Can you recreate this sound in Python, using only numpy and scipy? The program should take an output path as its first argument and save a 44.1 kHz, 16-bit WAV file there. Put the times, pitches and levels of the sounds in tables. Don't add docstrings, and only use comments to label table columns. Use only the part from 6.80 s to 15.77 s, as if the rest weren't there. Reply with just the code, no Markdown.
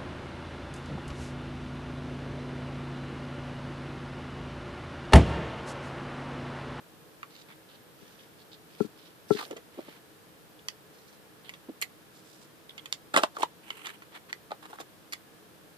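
import sys
import numpy as np
from scipy import signal
from scipy.fft import rfft, irfft, next_fast_len
from scipy.io import wavfile

SR = 44100
rng = np.random.default_rng(int(sys.argv[2]) if len(sys.argv) > 2 else 0)


def digitize_waveform(pressure):
    field = np.atleast_2d(pressure).T
    bounded = np.clip(field, -1, 1)
    quanta = np.round(bounded * 32767).astype(np.int16)
    wavfile.write(sys.argv[1], SR, quanta)


N = 395577
HIT = np.arange(8192) / SR

# pitch in Hz, width in Hz, strength in dB.
MARKER_MODES = [(446, 220, -8), (1204, 310, -0.5), (2030, 290, 6.5), (2970, 590, 2.5), (3460, 316, 4.5),
                (4790, 560, 3), (5140, 820, 0.5), (7200, 1060, -2.5), (8800, 2200, -30), (12000, 7400, 0)]
# pitch in Hz, width in Hz, strength in dB.
PAGE_MODES = [(171, 36, -10.5), (280, 106, -1), (457, 78, -1.5), (620, 190, -3.5), (1180, 830, -12),
              (3500, 1700, -2)]
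# start in seconds, level in dB, treble cut-off in Hz,
# length of the push in seconds.
HAND_BUMPS = [(1.22, -45.5, 196, 0.014), (2.0058, -15, 470, 0.0008), (2.507, -10.5, 650, 0.012)]


def from_db(db):
    return 10 ** (np.asarray(db) / 20)


def rms_one(x):
    return x / np.sqrt(np.mean(x ** 2) + 1e-20)


def at_hz(points, hz):
    row_hz, value = np.transpose(points)
    return np.interp(np.log(hz + 1e-3), np.log(row_hz), value)


def at_level(blow, db):
    return from_db(db) * blow * np.sqrt(SR / 100) / np.linalg.norm(blow, axis=-1, keepdims=True)


def add(track, s, sound):
    start = round(s * SR)
    track[..., start:start + sound.shape[-1]] += sound[..., :N - start]


def butter(x, hz, kind, order=2):
    return signal.sosfilt(signal.butter(order, np.clip(hz, 10, .45 * SR), kind, fs=SR, output="sos"), x)


def resonance(x, hz, width_hz):
    r = np.exp(-np.pi * width_hz / SR)
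    feedback = [1, -2 * r * np.cos(2 * np.pi * hz / SR), r * r]
    return signal.lfilter(np.array([1, 0, -1]) * (1 - r * r) / 2, feedback, x + 1e-18)


def body(force, modes, scatter_db):
    return sum((-1) ** k * from_db(db + scatter_db * rng.standard_normal()) * resonance(force, hz, width)
               for k, (hz, width, db) in enumerate(modes))


def contact(chatter_s, even_s):
    chatter = rng.standard_normal(len(HIT)) * np.exp(-2 * HIT / chatter_s - (HIT / (2 * chatter_s)) ** 2)
    force = chatter / np.linalg.norm(chatter) * np.sqrt(chatter_s / even_s)
    force[0] += 1
    return force


def surroundings(sound):
    near_s, room_fade_s = 0.00036, 0.093
    near = HIT * np.exp(-HIT / near_s)
    far = from_db(-60 * HIT / room_fade_s) * (1 - np.exp(-HIT / (4 * near_s)))
    spread = np.hypot(from_db(-7) * near / np.linalg.norm(near), from_db(-9) * far / np.linalg.norm(far))
    echoes = spread * rng.standard_normal((2, len(HIT)))
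    paths = butter(echoes, 380, "high", order=1)
    paths[:, 0] += 1
    return signal.fftconvolve(np.atleast_2d(sound), paths, axes=1)


def taps(rows, modes, ring_q, even_s, scatter_db, low_hz, lead_in_db):
    out = np.zeros((2, N))
    lead = np.arange(256) / SR
    for s, db, ring_hz, ring_db, cutoff_hz, chatter_s in rows:
        lead_in = rng.standard_normal(len(lead)) * lead
        force = np.r_[from_db(lead_in_db) * lead_in / np.linalg.norm(lead_in), contact(chatter_s, even_s)]
        blow = body(force, modes, scatter_db)
        blow = blow + from_db(ring_db) * resonance(blow, ring_hz, ring_hz / ring_q)
        blow = butter(blow, cutoff_hz, "low")
        blow = butter(blow, low_hz, "high", order=1)
        add(out, s - len(lead) / SR, at_level(surroundings(blow), db))
    return out


def rubs(rows, q, grain_db, hiss_db, pages_db, snag_db, top_hz, catches_per_s, swell):
    snags_per_s = 35
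    out = np.zeros((2, N))
    for s, length_s, db, hz in rows:
        t = np.arange(int(length_s * SR)) / SR
        white = rng.standard_normal((3, SR // 2))[:, :len(t)]
        noise = white[:2] + 0.96 * white[2]
        catches, pressure, snags = rng.uniform(-1, 1, (3, SR // 2))
        fibres = np.interp(t * catches_per_s, np.arange(len(catches)), catches)
        hand = np.interp(t * catches_per_s / 5, np.arange(len(pressure)), pressure)
        ticks = from_db(snag_db) * (np.abs(snags[:len(t)]) < snags_per_s / SR)
        arch = np.abs(np.sin(np.pi * t / length_s)) ** swell
        slips = (noise + ticks) * from_db(grain_db * (fibres + .5 * hand)) * arch
        sharpness = q * (0.044 / length_s) ** 0.46
        sheet = butter(resonance(slips, hz, hz / sharpness), 2 * hz, "low")
        wide_band = butter(butter(slips, top_hz, "low", order=1), hz / 2, "high")
        hiss = from_db(hiss_db) / sharpness * wide_band
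        pages = from_db(pages_db) * body(slips, PAGE_MODES, 0)
        add(out, s, surroundings(from_db(db) * rms_one(sheet + hiss + pages)))
    return out


def room_tone():
    # frequency in Hz, relative strength in dB.
    colour = [(15, -52), (25, -23.5), (157, -0.5), (275, -6), (314, 2), (368, -7.5), (432, -1), (594, -8.5),
              (1680, -12), (2020, -15.5), (2710, -16.5), (3100, -16), (3930, -18), (6520, -23.5),
              (14500, -21)]
    # frequency in Hz, likeness (1 is same, 0 or less unrelated).
    likeness = [(60, -0.48), (180, 0.31), (550, 0.65), (1650, -0.8), (4970, 0.13), (15000, 0.035)]
    size = next_fast_len(N)
    hz = np.fft.rfftfreq(size, 1 / SR)
    mid, side = rfft(rng.standard_normal((2, size)))
    alike = np.clip(at_hz(likeness, hz), 0, 1)
    both = np.sqrt(1 + alike) * mid + np.sqrt(1 - alike) * side * [[1], [-1]]
    murmur = irfft(both * from_db(at_hz(colour, hz)), size)[:, :N]
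    return from_db(-54.5) * rms_one(murmur)


def faint_whine():
    return from_db(-78.5) * rms_one(resonance(rng.standard_normal(N), hz=1697, width_hz=18))


def barrel_clicks():
    # start in seconds, level in dB, pitch of the struck part in Hz, treble cut-off in Hz.
    clicks = [(0.43, -37, 1080, 2230), (2.71, -42, 1370, 5440), (2.767, -43.5, 1500, 5400),
              (3.8849, -29, 5000, 6200), (4.6932, -37.5, 2400, 5500), (4.7372, -44, 3470, 4500),
              (5.979, -39, 3150, 4400), (6.0575, -38.5, 2280, 6800), (6.126, -25, 4300, 7700),
              (6.9041, -31, 2940, 3650), (7.058, -38.5, 3350, 5800), (7.069, -36, 1230, 6800),
              (7.221, -46, 1130, 2780), (7.5283, -30, 1640, 5200), (8.009, -44, 1250, 8240)]
    rows = []
    for s, db, hz, cutoff_hz in clicks:
        firmness_db = db + 32.5
        ring_db = 7 + 0.24 * firmness_db
        chatter_s = 0.0054 * 2 ** (-firmness_db / 7)
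        rows.append((s, db, hz, ring_db, cutoff_hz, chatter_s))
    return taps(rows, MARKER_MODES, ring_q=5.5, even_s=0.0075, scatter_db=-0.16,
                low_hz=200, lead_in_db=-29)


def tip_strokes():
    # start in seconds, length in seconds, level in dB, centre of the hiss in Hz.
    strokes = [(.5, 0.13, -56, 3970), (.888, 0.079, -59.5, 3630), (1.169, 0.32, -62, 3700),
               (1.895, .17, -60, 3520), (2.16, 0.15, -60, 3670), (2.515, 0.14, -45, 3870),
               (4.122, 0.25, -64, 4630), (4.642, 0.049, -54.5, 3180), (5.33, 0.33, -61, 5400)]
    return rubs(strokes, q=2.65, grain_db=7.5, hiss_db=-5.5, pages_db=-12, snag_db=23,
                top_hz=9900, catches_per_s=300, swell=0.27)


def pad_slides():
    # start in seconds, length in seconds, level in dB, centre of the rustle in Hz.
    slides = [(.684, 0.056, -54, 2370), (2.56, 0.04, -38.5, 1660), (2.59, .048, -41.5, 1070),
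              (2.624, 0.09, -52, 545), (2.923, 0.27, -56.5, 2700), (6.413, 0.029, -39.5, 796),
              (6.546, 0.028, -50, 805), (6.579, 0.063, -41.5, 770), (6.62, 0.018, -32.5, 2970),
              (6.83, .33, -51.5, 2040), (7.05, 0.058, -44.5, 2050), (7.321, 0.057, -47.5, 1760),
              (7.488, 0.024, -49.5, 1670), (7.824, 0.042, -48, 1290), (7.885, 0.077, -53, 980),
              (7.994, 0.024, -41.5, 850)]
    return rubs(slides, q=1.28, grain_db=7, hiss_db=-10.5, pages_db=-5, snag_db=22,
                top_hz=8900, catches_per_s=250, swell=0.27)


def skin_brushes():
    lead_s, length_s, below_db, centre_hz = .025, 0.086, 40.5, 3500
    rows = [(s - lead_s, length_s, db - below_db, centre_hz) for s, db, _, _ in HAND_BUMPS]
    return rubs(rows, q=.3, grain_db=5, hiss_db=-8, pages_db=-22, snag_db=15,
                top_hz=12000, catches_per_s=270, swell=0.33)


def recorder_bumps():
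    # pitch in Hz, width in Hz, strength in dB.
    case_modes = [(109, 51, -10.5), (161, 140, -4.5), (219, 48, 2), (298, 27, -4), (415.4, 35, 7),
                  (590, 270, -41), (764, 230, -12), (1240, 47, -10), (1346, 34, 1)]
    out = np.zeros((2, N))
    for s, db, cutoff_hz, push_s in HAND_BUMPS:
        touch = (s - 0.00348, db - 20, 2 * cutoff_hz, push_s)
        push = (s, db, cutoff_hz, push_s)
        release = (s + .04, db - 16, 0.68 * cutoff_hz, 0.0085)
        for start_s, thud_db, top_hz, length_s in (touch, push, release):
            ring = body(contact(length_s, even_s=0.02), case_modes, scatter_db=-0.2)
            thud = at_level(butter(ring, top_hz, "low"), thud_db)
            add(out[0], start_s, thud)
            add(out, start_s, from_db(-22) * surroundings(thud))
    return out


def tip_squeaks():
    # start in seconds, length in seconds, level in dB, pitch in Hz.
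    squeaks = [(1.388, .022, -56, 3380), (1.566, 0.07, -61, 4330), (1.715, 0.04, -51, 4000),
               (3.79, 0.0072, -53.5, 3300), (5.893, 0.0061, -41.5, 3430), (5.903, 0.011, -49, 3260),
               (5.989, 0.0088, -47, 3270)]
    return rubs(squeaks, q=6.4, grain_db=8, hiss_db=-2, pages_db=-30, snag_db=7,
                top_hz=6000, catches_per_s=290, swell=.32)


def finger_pats():
    # start in seconds, level in dB, pitch of the pages in Hz, time to settle in seconds.
    pats = [(2.706, -34.5, 318, 0.035), (2.729, -39, 435, 0.0069), (2.762, -42, 597, 0.047),
            (2.976, -41, 407, 0.015), (2.988, -34, 360, 0.02), (3.084, -45, 320, 0.011),
            (4.8878, -37, 284, 0.0026), (4.8933, -34.5, 296, 0.008), (6.345, -40, 135, 0.008),
            (7.718, -43.5, 384, .006)]
    ring_db, cutoff_ratio = 12, 2.54
    rows = [(s, db, hz, ring_db, cutoff_ratio * hz, settle_s) for s, db, hz, settle_s in pats]
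    return taps(rows, PAGE_MODES, ring_q=4.0, even_s=0.0098, scatter_db=2.7, low_hz=130, lead_in_db=-4.5)


def marker_knocks():
    # start in seconds, level in dB, pitch of the struck spot in Hz, chatter in seconds.
    knocks = [(3.083, -47.5, 320, .012), (6.3406, -22, 1380, 0.035), (6.3632, -14.5, 1380, 0.01),
              (6.3732, -15.5, 450, 0.026), (6.4349, -17.5, 664, 0.014), (6.5676, -33, 1160, 0.011),
              (6.631, -19.5, 960, 0.0023), (7.707, -40, 1150, 0.04), (7.7172, -32, 805, 0.0057),
              (7.93, -41, 880, 0.015), (7.986, -43, 1180, .013)]
    # pitch in Hz, width in Hz, strength in dB.
    pad_modes = [(310, 162, -6), (467, 250, -4), (596, 206, -1), (858, 120, -0.5), (1097, 214, -3),
                 (1333, 236, -1.5), (1880, 420, -8.5), (2900, 690, -11.5), (3760, 550, -9.5),
                 (5000, 840, -16.5), (6840, 2000, -15.5), (12600, 5200, -21)]
    rows = []
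    for s, db, hz, chatter_s in knocks:
        ring_db = 0.5 - 3 * np.log2(chatter_s / 0.013)
        cutoff_hz = 7500 * 2 ** ((db + 17.5) / 15)
        rows.append((s, db, hz, ring_db, cutoff_hz, chatter_s))
    return taps(rows, pad_modes, ring_q=6.4, even_s=0.013, scatter_db=0.94, low_hz=180, lead_in_db=-10)


def cap_snaps():
    # start in seconds, level of the snap in dB, pitch of the catch in Hz,
    # pitch of the snap in Hz, treble cut-off in Hz.
    caps = [(5.0149, -26.5, 8000, 4170, 12400), (8.324, -32.5, 5050, 4900, 8200)]
    travel_s, hollow_hz = 0.0091, 2110
    catch_ring_db, hollow_ring_db, snap_ring_db = 12, 15, 9.5
    catch_chatter_s, snap_chatter_s = 0.0046, 0.0078
    rows = []
    for s, db, catch_hz, snap_hz, cutoff_hz in caps:
        rows += [(s, db - 5.5, catch_hz, catch_ring_db, cutoff_hz, catch_chatter_s),
                 (s + travel_s / 2, db - 2.5, hollow_hz, hollow_ring_db, cutoff_hz, 2 * travel_s),
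                 (s + travel_s, db, snap_hz, snap_ring_db, cutoff_hz, snap_chatter_s)]
    return taps(rows, MARKER_MODES, ring_q=6, even_s=0.0038, scatter_db=-1.0, low_hz=120, lead_in_db=-18)


def microphones(desk):
    # frequency in Hz, left level minus right level in dB.
    shadow = [(200, -0.5), (1400, 0), (3000, -5), (4500, -5.5), (8000, -5.5), (14000, -9)]
    left_lag_s = 0.000231
    size = next_fast_len(N + SR)
    hz = np.fft.rfftfreq(size, 1 / SR)
    shade = from_db(at_hz(shadow, hz)) * np.exp(-2j * np.pi * hz * left_lag_s)
    left = irfft(rfft(desk[0], size) * shade, size)[:N]
    return np.array([left, desk[1]])


def scene():
    snaps = cap_snaps()
    rubbing = tip_strokes() + tip_squeaks() + pad_slides() + skin_brushes()
    whine = faint_whine()
    tapping = barrel_clicks() + marker_knocks() + finger_pats()
    return microphones(snaps + rubbing + tapping) + recorder_bumps() + room_tone() + whine


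def record(dry):
    return signal.sosfilt(signal.ellip(10, .1, 80, 14600, fs=SR, output="sos"), dry)


dry = scene()
out = record(dry)
digitize_waveform(out)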